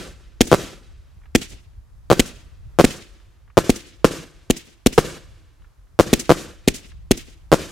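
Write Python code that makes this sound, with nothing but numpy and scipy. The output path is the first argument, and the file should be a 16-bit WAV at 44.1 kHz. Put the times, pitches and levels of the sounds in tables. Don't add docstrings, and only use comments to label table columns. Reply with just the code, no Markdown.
import sys
import numpy as np
from scipy import signal
from scipy.fft import rfft, irfft, next_fast_len
from scipy.io import wavfile
from scipy.ndimage import map_coordinates

SR = 44100
rng = np.random.default_rng(int(sys.argv[2]) if len(sys.argv) > 2 else 0)


def unload_wav(signal):
    wavfile.write(
        sys.argv[1],
        SR,
        np.round(np.clip(np.atleast_2d(signal).T, -1, 1) * 32767).astype(np.int16),
    )


def voltage_ratio(level):
    return 10 ** (np.asarray(level, float) / 20)


N = 340011
LEAD = SR // 4


def unit(x):
    return x / np.sqrt(np.mean(x ** 2) + 1e-20)


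def add(track, s, sound):
    i = LEAD + round(s * SR)
    track[:, i:i + sound.shape[1]] += sound


def pan(db):
    return voltage_ratio([[db / 2], [-db / 2]])


def wobble(n, rate):
    return map_coordinates(rng.standard_normal(n // 40), [np.arange(n) * rate / SR])


def noise(n, spectrum, alike, lo_hz=0, hi_hz=SR):
    m = next_fast_len(n)
    hz = np.fft.rfftfreq(m, 1 / SR) + 1
    f, db = np.transpose(spectrum)
    gain = voltage_ratio(np.interp(np.log(hz), np.log(f), db))
    gain = gain / (1 + (lo_hz / hz) ** 4) / (1 + (hz / hi_hz) ** 4)
    mid, side = irfft(rfft(rng.standard_normal((2, m))) * gain, m)[:, :n]
    turn = np.arccos(np.clip(alike, -1, 1)) / 2
    return unit(np.cos(turn) * mid + np.sin(turn) * np.array([side, -side]))


def lowpass(x, hz):
    return signal.lfilter(*signal.butter(2, min(hz, 20000) / (SR / 2)), x)


def blast(push_ms, stretch, fade_ms, drive_db, rebound, settle_ms):
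    ms = np.arange(SR // 50) / SR * 1000
    swing = np.cos(np.pi / 2 * (ms / push_ms) ** stretch) * np.exp(-ms / fade_ms)
    wave = np.tanh(voltage_ratio(drive_db) * swing)
    after = ms - push_ms * 3 ** (1 / stretch)
    settling = rebound * np.tanh(after / 0.32) * np.exp(-np.abs(after) / settle_ms)
    return np.where(after < 0, wave, settling)


def field(rows, air, alike, middle_db, near_middle_db, top_db, top_loss_db, count):
    t = np.arange(int(.85 * SR)) / SR
    s, db, rise, t60, treble_db = np.transpose(rows)[:, :, None]
    course_db = db - np.where(t < s, 20 * (s - t) / rise, 60 * (t - s) / t60)

    def total(share):
        return np.sqrt(np.sum(voltage_ratio(course_db + share * treble_db) ** 2, axis=0))

    shapes = [total(0),
              total(0.11) * voltage_ratio(middle_db + near_middle_db * np.exp(-t / .012)),
              total(0.84),
              total(0.93) * voltage_ratio(-top_loss_db * t),
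              total(0.88) * voltage_ratio(top_db - 2.6 * top_loss_db * t)]
    bands = [(0, 450), (450, 1400), (1400, 4200), (4200, 9500), (9500, SR)]
    stock = []
    for lo_hz, hi_hz in bands:
        lumps = voltage_ratio(0.93 * wobble(3 * SR, 150) + 2.5 * wobble(3 * SR, 55))
        stock.append(lumps * noise(3 * SR, air, alike, lo_hz, hi_hz))
    starts = rng.integers(2 * SR, size=count)
    return [sum(g * b[:, i:i + len(t)] for g, b in zip(shapes, stock)) for i in starts]


def bursts(track):
    # (middle shell [s], left shell late [ms], right shell late [ms], outer shells [dB], echo [dB])
    volleys = [
        (-.108, -12, 11.5, 5.5, 0),
        (0.5282, -12, 12, 0, 0.5),
        (2.1139, -12.5, 11.5, -2.1, -1),
        (2.7975, -9.5, 8.61, 0, -1),
        (3.5768, -5.5, 5, -0.4, -0.5),
        (4.0449, 0, 0.35, -0.5, 0.5),
        (4.981, 2.5, -2.31, -0.5, 0),
        (5.9972, 5.5, -6.5, -0.4, -0.5),
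        (6.3047, 10, -10.5, 1.5, -0.5),
        (7.5276, 8.91, -10, -1.17, 0),
    ]
    # (left-right [dB], blast [dB], ground bounce delay [ms], bounce [dB])
    shells = [
        (6, -2, 5.84, -1.4),
        (4, 2.5, 1.81, 5),
        (-5, -2.5, 6.24, -1.6),
    ]
    # (delay [s], level [dB], top [Hz])
    houses = [(.0645, -21.5, 330), (.091, -26.5, 330), (0.141, -37.5, 446), (.185, -45, 495)]
    # (peak [s], bass [dB], rise [s], t60 [s], treble over bass [dB])
    scatterers = [
        (.005, -30, .008, 0.15, -5),
        (.025, -38.5, .03, 0.55, -15.5),
        (.068, -41, .008, 0.32, -2.5),
        (.11, -48, .04, 0.54, -0.45),
        (.19, -49, .1, 0.083, -6.5),
        (.33, -68.5, .15, 1.7, 0.5),
    ]
    # (frequency [Hz], density [dB per Hz])
    echo_air = [(88, -11), (150, -2), (190, -4.5), (280, 3.5), (854, -20), (1530, -12.5), (1900, -17.5),
                (6640, -16.5), (12700, -23), (16000, -34.5)]
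    ragged = [(700, -24.5), (2000, -3.0), (5000, -6.5), (16000, -18.0)]  # (Hz, dB per Hz)
    out = np.zeros_like(track)
    answers = iter(field(scatterers, echo_air, .75, middle_db=-3.0, near_middle_db=14.5, top_db=-7.5,
                         top_loss_db=18.5, count=3 * len(volleys)))
    for middle_s, left_ms, right_ms, outer_db, echo_db in volleys:
        for late_ms, outer, shell in zip([left_ms, 0, right_ms], [1, 0, 1], shells):
            side_db, db, bounce_ms, bounce_db = shell
            s, answer = middle_s + late_ms / 1000, next(answers)
            bounce_ms = bounce_ms - .091 * max(late_ms, 0) * (side_db < 0)
            bounce_ms = bounce_ms - .021 * abs(left_ms) * (1 - outer)
            push_ms, fade_ms, settle_ms = (.5, 1.5, 3.5) if outer else (.58, 2.1, .8)
            shock = blast(0.44, 0.86, 1.6, drive_db=9.0, rebound=0.39, settle_ms=2.7)
            shock = voltage_ratio(db + outer * outer_db) * lowpass(shock, 7600)
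            bounce = blast(push_ms, 0.8, fade_ms, drive_db=6.5, rebound=0.18, settle_ms=settle_ms)
            bounce = voltage_ratio(bounce_db + outer * outer_db) * lowpass(bounce, 5100)
            for at, sound in (s, shock), (s + bounce_ms / 1000, bounce):
                grit = noise(len(sound), ragged, 0.94)
                grit = voltage_ratio(-18.5) * grit * np.exp(-np.arange(len(sound)) / SR / 0.0016)
                add(out, at, pan(side_db) * (sound + grit))
                add(out, at, voltage_ratio(echo_db - 2.13) * answer)
                for late, wall_db, top_hz in houses:
                    add(out, at + late, voltage_ratio(wall_db + echo_db) * pan(side_db) * lowpass(sound, top_hz))
    return out


def wind():
    # (time [s], buffet level [dB])
    gusts = [(0.0, -49), (0.52, -46), (0.68, -48.5), (1.12, -49.5), (1.33, -46.5), (2.83, -44.5),
             (3.28, -53), (4.02, -51), (4.49, -54), (4.85, -58), (4.98, -47.5), (5.54, -52.5), (6.03, -52),
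             (6.16, -48.5), (6.4, -51.5), (7.19, -43), (7.41, -49), (7.71, -47)]
    # (frequency [Hz], density [dB per Hz])
    rumble = [(12, -29.5), (22, -4.5), (45, -0.5), (70, -3.5), (110, -11), (160, -21.5), (230, -36.5),
              (400, -53), (900, -120)]
    # (frequency [Hz], density [dB per Hz])
    night = [(150, -44), (250, -10), (400, -13), (620, -15), (1200, -14.5), (2900, -26), (6000, -26.5),
             (9200, -30.5), (12000, -30.5), (16000, -40)]
    s, db = np.transpose(gusts)
    buffet = unit(voltage_ratio(1.9 * wobble(N, 15) + 1.6 * wobble(N, 30)) * noise(N, rumble, 0.4))
    gust_gain = voltage_ratio(np.interp(np.arange(N) / SR, s, db) + 4.0)
    hush = voltage_ratio(-66 + 1.2 * wobble(N, 6.9)) * noise(N, night, .4)
    return gust_gain * buffet + hush


def lifts(track):
    # (launch [s], thump [dB], crackle [dB], echo [dB])
    launches = [(0.4084, 1, 0, 1), (1.351, -0.5, 0, -0.3), (2.1952, -1.5, -1.7, -4.5),
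                (2.8422, 2.1, -2.5, -0.4), (3.695, 1, -3.5, -1.5), (4.501, -1.6, -4.5, -3),
                (4.8624, 1.1, -1, -2), (6.1307, .6, -.6, 2.5), (6.6775, -1, -1.66, -1.5),
                (7.1102, -0.1, -4.5, -2.5)]
    # (thump [dB], its left-right [dB], crackle [dB], its left-right [dB])
    tubes = [
        (2, 1, -14, 1),
        (-7, 7, -8.5, 3),
        (-7, -4.5, -12.5, -4),
    ]
    tube_late_ms = np.array([0, 4.13, 8.3])
    tube_drift = np.array([0, .065, -.07])
    # (delay [s], level [dB], left-right [dB], top [Hz])
    walls = [(.027, -34, 4.5, 506), (.046, -28.5, 1.5, 424), (0.062, -34.5, 0, 9400),
             (.066, -28, -0.5, 420), (0.173, -43.5, 9, 400.4)]
    # (peak [s], bass [dB], rise [s], t60 [s], treble over bass [dB])
    scatterers = [
        (.008, -17.5, 0.00066, .06, -16.5),
        (0.021, -34, .012, 0.25, -7.5),
        (0.066, -40, .008, .2, 7),
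        (.17, -49.5, 0.13, 0.39, 1.5),
        (.225, -62.5, .08, .25, 1.5),
        (0.301, -70.5, 0.092, 1.1, -0.5),
    ]
    # (frequency [Hz], density [dB per Hz])
    echo_air = [(88, -4), (150, 2), (264, 1.5), (341, 9.5), (376, 2.5), (1170, -19.5), (3040, -15),
                (4160, -15.5), (6770, -11.5), (16000, -20)]
    gritty = [(900, -42.5), (1700, -3.5), (2800, 0.5), (5000, -7), (7000, -4), (11000, -12.5),
              (16000, -21.5)]
    ms = np.arange(SR // 50) / SR * 1000
    spit_shape = 1.5 * np.exp(-ms / 0.74) + .4 * np.exp(-(ms / 4.2) ** 3) + 0.093 * np.exp(-ms / 6)
    spit_shape = (1 - np.exp(-ms / 0.081)) * spit_shape
    leak = SR // 330
    out = np.zeros_like(track)
    answers = field(scatterers, echo_air, 0.33, middle_db=-9, near_middle_db=-0.1, top_db=-6.5,
                    top_loss_db=27, count=len(launches))
    for (s, thump_db, crackle_db, echo_db), answer in zip(launches, answers):
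        row = np.zeros((2, SR // 25))
        row[:, :len(ms)] = 0.16 * pan(1.5) * np.exp(-((ms - 11) / 3.5) ** 2)
        for delay_ms, tube in zip(tube_late_ms + tube_drift * s, tubes):
            tube_db, side_db, spit_db, spit_side_db = tube
            grit = noise(len(ms), gritty, 0.84)
            lumps = voltage_ratio(3.7 * wobble(3 * len(ms), 900)[:len(ms)])
            spit = voltage_ratio(crackle_db + spit_db) * grit * lumps * spit_shape
            thump = blast(1.02, 1.08, 4.8, drive_db=3.5, rebound=0.12, settle_ms=4.2)
            thump = voltage_ratio(thump_db + tube_db) * lowpass(thump, 850)
            start = round(delay_ms * SR / 1000)
            row[:, start:start + len(ms)] += pan(side_db) * thump + pan(spit_side_db) * spit
        add(out, s, row)
        add(out, s - .003, voltage_ratio(crackle_db - 22.5) * grit[:, :leak] * np.linspace(0, 1, leak))
        for late, wall_db, side_db, top_hz in walls:
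            add(out, s + late, voltage_ratio(wall_db + echo_db) * pan(side_db) * lowpass(row, top_hz))
        add(out, s, voltage_ratio(echo_db) * answer)
    return out


def far(track):
    # (time [s], peak [dB])
    returns = [(1.2144, -52.5), (1.2355, -47.5), (1.2563, -43), (1.7315, -57.5), (3.2008, -51.5),
               (3.477, -49.5), (3.5003, -45), (5.5967, -56), (5.6194, -50), (5.6437, -46), (5.8694, -56),
               (6.9172, -43)]
    # (frequency [Hz], density [dB per Hz])
    far_air = [(150, -14), (250, -17), (500, -16), (900, 0), (1500, 3.5), (3000, -6), (6000, -38)]
    out, t = np.zeros_like(track), np.arange(SR // 40) / SR
    shape = np.exp(-t / 0.0056) * (1 - np.exp(-t / 0.0011))
    for s, db in returns:
        add(out, s, voltage_ratio(db - 3.5) * noise(len(t), far_air, 0.88) * shape)
    return out


def scene():
    track = np.zeros((2, LEAD + N + SR))
    fireworks = bursts(track) + lifts(track) + far(track)
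    return fireworks[:, LEAD:LEAD + N] + wind()


def roll_off(x):
    return signal.sosfilt(signal.butter(12, 16520, fs=SR, output="sos"), x)


def record(dry):
    sensed = signal.lfilter(*signal.butter(2, 27, "high", fs=SR), dry)
    clipped = sensed / (1 + np.abs(sensed / 1.06) ** 12) ** (1 / 12)
    top_cut = signal.cheby2(16, 50, 16500, fs=SR, output="sos")
    narrow = signal.sosfiltfilt(top_cut, clipped)
    return roll_off(np.clip(narrow, -1, 1))


dry = scene()
out = record(dry)
unload_wav(out)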